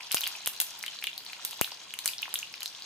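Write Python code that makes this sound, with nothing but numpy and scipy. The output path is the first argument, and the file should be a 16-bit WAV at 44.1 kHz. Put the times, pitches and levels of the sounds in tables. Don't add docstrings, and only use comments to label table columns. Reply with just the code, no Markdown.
import sys
import numpy as np
from scipy import signal
from scipy.fft import irfft
from scipy.io import wavfile
from scipy.ndimage import uniform_filter1d, map_coordinates

SR = 44100
rng = np.random.default_rng(int(sys.argv[2]) if len(sys.argv) > 2 else 0)


def int16_out(signal):
    q = np.round(np.clip(np.atleast_2d(signal).T, -1, 1) * 32767)
    wavfile.write(sys.argv[1], SR, q.astype(np.int16))


def to_linear_factor(level_db):
    exponent = np.asarray(level_db, float) / 20
    return 10 ** exponent


N = 125685

SIDES = np.array([[1], [-1]])
PORT_LAG_S = 0.00013


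def at_hz(points, hz):
    table = np.array(points)
    return np.interp(np.log(hz), np.log(table[:, 0]), table[:, 1])


def rms_one(x):
    return x / np.sqrt(np.mean(x ** 2) + 1e-20)


def drift(rate):
    knots = rng.standard_normal(400)
    return map_coordinates(knots, [np.arange(N) / SR * rate], order=3)


def bands():
    edges = 28 * 2 ** np.arange(0, 9.6, 0.5)
    return [(np.sqrt(low * high), signal.butter(2, [low, high], "band", fs=SR, output="sos"))
            for low, high in zip(edges, edges[1:])]


def place(seconds, shapes):
    out = np.zeros((2, N + SR))
    for s, shape in zip(seconds, shapes):
        i = int(s * SR)
        out[:, i:i + shape.shape[-1]] += shape
    return out[:, :N]


def fizz():
    # time in seconds, level in dB.
    frying_vigour = [(0, -44), (.3, -44), (.75, -46.5), (1.1, -48.5), (1.4, -47), (1.8, -47.5),
                     (2.15, -46.5), (2.5, -49), (2.85, -48.5)]
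    # frequency in Hz, density in dB per Hz.
    fizz_colour = [(600, -16), (900, -4), (2000, -12.5), (3500, -1), (6000, -7.5), (9000, -19.5),
                   (14000, -32)]
    bubbles_per_s, size_spread_db, ring_cycles = 2500, 3.5, 8
    clump_db, clumps_per_s = 3, 35
    s, db = np.transpose(frying_vigour)
    vigour_db = np.interp(np.arange(N) / SR, s, db)
    sizes = to_linear_factor(size_spread_db * np.minimum(rng.exponential(1, N), 3.0)) * rng.choice([-1, 1], N)
    born = rng.random(N) < bubbles_per_s * to_linear_factor(clump_db * drift(clumps_per_s)) / SR
    pitches = np.geomspace(650, 14000, 40)
    dealt = rng.integers(0, 40, N)
    lags = (PORT_LAG_S * SR * rng.uniform(-0.26, 1, pitches.size)).round().astype(int)
    out = 0
    for k, hz in enumerate(pitches):
        r = to_linear_factor(-60 * hz / ring_cycles / SR)
        w = 2 * np.pi * hz / SR
        poles = [1, -2 * r * np.cos(w), r * r]
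        rung = signal.lfilter([1, 0, -1], poles, sizes * born * (dealt == k) + 1e-18)
        rung = signal.lfilter([1 - r * r], poles, rung) * np.sin(w)
        out = out + to_linear_factor(at_hz(fizz_colour, hz)) * hz * np.stack([rung, np.roll(rung, lags[k])])
    return to_linear_factor(vigour_db - 1) * rms_one(out)


def flame():
    # frequency in Hz, density in dB per Hz.
    flame_colour = [(40, -17), (110, -4), (400, -3), (640, -3.5), (850, -24), (2000, -3), (4000, -5),
                    (16000, -33)]
    alike, flicker_db = 0.55, 1.2
    white = rng.standard_normal((2, 2, N))
    out = 0
    for k, (hz, sos) in enumerate(bands()):
        mid, side = signal.sosfilt(sos, white[k % 2])
        gain = to_linear_factor(at_hz(flame_colour, hz) + flicker_db * drift(8.8))
        out = out + gain * (np.sqrt(1 + alike) * mid + np.sqrt(1 - alike) * side * SIDES)
    return to_linear_factor(-57) * rms_one(out)


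def bubbles(rows):
    gain_db, rise_ms, ring_scale = 5, 0.15, 0.51
    glide, twin_detune, twin_db = 0.04, 0.2, -7
    snap_db, snap_fall_ms = -27, 0.42
    s, db, hz, ring_ms = np.array(rows).T[:, :, None, None]
    luck = rng.uniform(-0.9, 1, (len(s), 4, 1, 1))
    lag_s = PORT_LAG_S * (luck[:, 3] * SIDES - 1) / 5
    ms = np.maximum(np.arange(600) / SR + lag_s, 0) * 1000
    turns = hz * ms / 1000 * (1 + glide * (ms / ring_ms - 1))
    twin_phase = 2 * np.pi * turns * (1 + twin_detune * luck[:, 0]) + np.pi * luck[:, 1]
    tone = np.sin(2 * np.pi * turns) + to_linear_factor(twin_db) * np.sin(twin_phase)
    tone = tone * (1 - np.exp(-ms / rise_ms)) ** 2 * np.exp(-ms / (ring_scale * ring_ms))
    bright_noise = np.diff(rng.standard_normal((len(s), 2, 601)))
    snap = to_linear_factor(snap_db) * bright_noise * np.exp(-ms / snap_fall_ms)
    return place(s.ravel(), to_linear_factor(db + gain_db + luck[:, 2] * SIDES) * (tone + snap))


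def ringing(rows):
    ring_cycles = 3.61
    return [(s, db, hz, 1000 * ring_cycles / hz) for s, db, hz in rows]


def steam_bubbles():
    # start in seconds, peak in dB, pitch in Hz, ring time in ms.
    own_ring_bubbles = [(0.0071, -23.5, 2480, 1.04), (0.0101, -45, 2360, 0.99), (0.1124, -16, 3060, 0.75),
                        (0.1795, -31.5, 2400, 4.7), (0.2357, -19, 3170, 1.37), (0.2394, -18.5, 3190.0, 1.7),
                        (0.2581, -10, 3070, 0.61), (0.2694, -9.5, 2580, 0.46), (0.2754, -9, 2710, 0.3),
                        (0.3519, -34, 2620, 5.5), (0.4691, -20, 3360, 1.43), (0.4741, -26.5, 2750, 1.7),
                        (0.8384, -21.5, 2130, 1.53), (0.8803, -23, 3020, 2.9), (1.0415, -13.5, 3130, 0.86),
                        (1.0729, -23.5, 2840, 3), (1.1313, -33, 3370, 2.7), (1.3319, -20, 2600, 0.68),
                        (1.5272, -27, 3000, 1.03), (1.6192, -19.5, 2780, 1.4), (1.7189, -23.5, 2940, 0.9),
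                        (1.9389, -21, 2760, 1), (2.0617, -36.5, 2830, 3.6), (2.0881, -31, 2545, 5.8),
                        (2.1348, -29, 3480, 2.2), (2.2285, -24.5, 2840, 4.7), (2.2313, -24, 3470, 2.05),
                        (2.3565, -17, 3270, 1.5), (2.4287, -26.5, 2810, 3.4), (2.6203, -27, 2940, 1.6)]
    # start in seconds, peak in dB, pitch in Hz.
    mixed_bubbles = [(0.1344, -29, 2230), (0.1651, -21.5, 3140), (0.1675, -33.5, 1460),
                     (0.4602, -26, 3940), (0.5635, -29.0, 3900), (0.6017, -15.5, 3630),
                     (0.8105, -31.5, 3650), (0.8646, -20.5, 3500), (1.0251, -25, 2550),
                     (1.07, -17.5, 3270), (1.1788, -19.5, 4050), (1.2056, -31, 2860), (1.2989, -29, 2450),
                     (1.5308, -22.5, 3500), (1.5312, -40.5, 990), (1.5929, -30, 3600),
                     (1.6451, -16.5, 3730), (1.9064, -29, 3320), (1.9896, -15, 4000), (2.2171, -36, 3300),
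                     (2.256, -29.5, 2080), (2.28, -36.5, 1054), (2.3286, -26, 3520), (2.7494, -30, 3430),
                     (0.1182, -14.5, 5070), (0.1247, -15, 4120), (0.1699, -12, 4760), (0.2084, -21, 5700),
                     (0.2162, -17.5, 3970), (0.2662, -16, 4400), (0.4435, -39, 4360.0), (0.587, -33, 4330),
                     (0.707, -27, 5270), (0.828, -23, 5100), (0.961, -28.5, 4260), (0.9887, -21, 4060),
                     (1.264, -25, 4080), (1.7459, -26.5, 5240), (1.804, -52, 5200.0), (2.0446, -24.5, 5360),
                     (2.0776, -15, 4360), (2.1822, -19.5, 5100), (2.1902, -25, 3920.0),
                     (2.3892, -14.5, 6460), (2.54, -23.5, 5130), (2.632, -18.5, 4900), (2.659, -16, 4030),
                     (2.822, -24, 4320),
                     (0.091, -43, 2900), (0.0974, -48, 4600), (0.126, -22, 4500), (0.1708, -15, 2940),
                     (0.181, -17, 5000), (0.2414, -28, 3200), (0.5357, -30, 3700), (0.7721, -37, 4260),
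                     (1.3322, -26.5, 4040), (1.3668, -38, 2590), (1.395, -41.5, 1300), (1.452, -24, 3700),
                     (1.476, -29, 4500), (1.5155, -30, 4630), (1.563, -31, 5700), (1.593, -43.5, 930),
                     (1.676, -39, 1480), (1.7075, -35, 2680), (1.719, -25, 4500), (1.72, -40.5, 926),
                     (1.8307, -40, 5850), (1.887, -44, 3280), (1.8933, -44, 3260), (1.929, -35, 5800),
                     (2.3176, -41, 3490), (2.3773, -29, 3560), (2.401, -29.5, 3300), (2.4727, -31, 3250),
                     (2.5082, -41, 2600), (2.5405, -26.5, 2560), (2.579, -30, 4400), (2.6063, -22, 4140),
                     (2.678, -23, 5170), (2.7751, -35, 3400), (2.799, -34, 4420)]
    return bubbles(own_ring_bubbles) + bubbles(ringing(mixed_bubbles))


def kitchen(x):
    # frequency in Hz, time to fall 60 dB in seconds.
    room_t60 = [(300, 0.17), (1200, 0.47), (3500, 0.17), (8000, 0.27), (15000, 0.22)]
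    # frequency in Hz, level in dB.
    room_db = [(300, -6), (1200, -8), (3000, -4), (6000, -5), (10000, -3.5), (15000, -6.5)]
    build_ms, bowl_db, bowl_t60_s = 2.45, -11, 0.012
    t = np.arange(SR // 2) / SR
    white = rng.standard_normal((2, 2, t.size))
    tail = 0
    for k, (hz, sos) in enumerate(bands()):
        fade = to_linear_factor(-60 * t / at_hz(room_t60, hz)) * (1 - np.exp(-1000 * t / build_ms))
        fade = fade / np.sqrt(np.sum(fade ** 2))
        tail = tail + to_linear_factor(at_hz(room_db, hz)) * signal.sosfilt(sos, white[k % 2]) * fade
    echoes = to_linear_factor(-60 * t / bowl_t60_s) * (t > 0.001) * (rng.random(t.size) < 0.05)
    echoes = echoes / np.sqrt(np.sum(echoes ** 2))
    bowl = to_linear_factor(bowl_db) * (white[0, :1] + 0.5 * white[1]) * echoes
    return signal.fftconvolve(x[None], tail + bowl, axes=1)[:, :N]


def water_spits():
    # start in seconds, peak in dB, pitch in Hz.
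    spit_events = [(0.0952, -48, 8000), (0.1179, -14.5, 10200), (0.1263, -16, 11600), (0.1453, -5, 13000),
                   (0.2086, -16, 12600), (0.2395, -25, 8900), (0.2755, -16.5, 12200), (0.3636, -34, 9100),
                   (0.4603, -14.5, 14000), (0.4743, -10, 11700), (0.5342, -35, 8000), (0.5641, -38, 8000),
                   (0.6017, -8.5, 12200), (0.6034, -11, 12000), (0.6141, -11.5, 11000),
                   (0.6195, -20, 11000), (0.7073, -32, 7000), (0.7756, -36, 10200), (0.791, -29, 13000),
                   (0.8281, -24, 7900), (0.8348, -35, 12100), (0.8629, -27, 7950), (0.8804, -35, 8000),
                   (1.0151, -37, 10100), (1.0397, -22, 13100), (1.07, -26, 7300), (1.1788, -24.5, 13700),
                   (1.2336, -46, 12200), (1.2506, -35, 11000), (1.3119, -44, 8000), (1.3254, -37, 12000),
                   (1.4351, -45, 7900), (1.45, -13, 11700), (1.51, -23, 13000), (1.5748, -35, 8000),
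                   (1.6129, -7.5, 12700), (1.939, -26.5, 9500), (1.9896, -21, 8000), (2.0485, -30, 12000),
                   (2.0587, -8.5, 8700), (2.0776, -12, 11400), (2.2199, -24.5, 11600), (2.2922, -36, 8450),
                   (2.3411, -11.5, 11300), (2.3905, -25, 12000), (2.5267, -38, 11400), (2.5571, -40, 10000),
                   (2.606, -31, 12600), (2.6314, -21, 8600), (2.659, -23, 7000), (2.7985, -42, 8000)]
    width_octaves, body_db, raggedness = 0.34, 0, 0.69
    lead_ms, lag_ms = 0.4, 0.0504
    s, db, hz = np.array(spit_events).T[:, :, None, None]
    f = np.linspace(1, SR / 2, 129)
    luck = rng.standard_normal((len(s), 3, f.size))
    peak = np.exp(-0.5 * (np.log2(f / hz) / width_octaves) ** 2)
    body = to_linear_factor(body_db) * f ** 2 / (f ** 2 + 1200 ** 2)
    delay_ms = lead_ms + lag_ms * luck[:, :1, :1] * SIDES
    ragged = raggedness * 3 * uniform_filter1d(luck[:, :1] + 0.5 * luck[:, 1:], size=9)
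    phase = ragged + np.pi * luck[:, :1, 1:2] - 2 * np.pi * f * delay_ms / 1000
    burst = irfft((peak + body) * np.exp(1j * phase))
    burst /= np.sqrt((burst ** 2).sum(axis=2, keepdims=True) / 10)
    return place(s.ravel() - lead_ms / 1000, to_linear_factor(db + 2) * burst)


def thumps():
    # start in seconds, level in dB, fall time in ms.
    kick_events = [
        (0.1454, -12.5, 0.22),
        (0.4745, -18, 0.29),
        (0.6009, -35, 0.4),
        (0.6206, -31, 0.51),
        (1.613, -7, 1),
        (2.059, -42, 0.39),
    ]
    lead_ms, lead_db, right_db, right_slower = 0.4, -1.5, -7.5, 1.4
    s, db, fall_ms = np.array(kick_events).T[:, :, None]
    ms = np.arange(1500) / SR * 1000
    late = ms - lead_ms
    push = to_linear_factor(lead_db) * np.sin(np.pi * ms / lead_ms)
    left = np.where(late < 0, push, -np.exp(-late / fall_ms))
    right = to_linear_factor(right_db) * (late > -lead_ms / 2) * np.exp(-late / (right_slower * fall_ms))
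    kicks = place(s[:, 0] - lead_ms / 1000, to_linear_factor(db)[:, None] * np.stack([left, right], axis=1))
    return signal.sosfilt(signal.butter(2, 79, "high", fs=SR, output="sos"), kicks)


def scene():
    spit_wet_db, fizz_wet_db, left_db = -1.5, 2, 0.66
    low_cut = signal.butter(2, 500, "high", fs=SR, output="sos")
    air_cut = signal.cheby1(8, 1, 15700, fs=SR, output="sos")
    tiny = fizz()
    pops, spits = signal.sosfilt(low_cut, [steam_bubbles(), water_spits()])
    sent = pops[0] + to_linear_factor(spit_wet_db) * spits[0] + to_linear_factor(fizz_wet_db) * tiny[0]
    diffuse = tiny + kitchen(sent) + flame()
    wok = pops + spits + signal.sosfilt(air_cut, diffuse)
    return wok * to_linear_factor(left_db * SIDES) + thumps()


def band_limit(x):
    return signal.sosfilt(signal.butter(12, 16650, fs=SR, output="sos"), x)


def record(dry):
    ceiling = 0.85
    low_cut = signal.butter(1, 60, "high", fs=SR, output="sos")
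    top_cut = signal.cheby2(10, 60, 16700, fs=SR, output="sos")
    rounded = ceiling * np.tanh(dry / ceiling)
    return band_limit(signal.sosfilt(np.r_[low_cut, top_cut], rounded))


dry = scene()
out = record(dry)
int16_out(out)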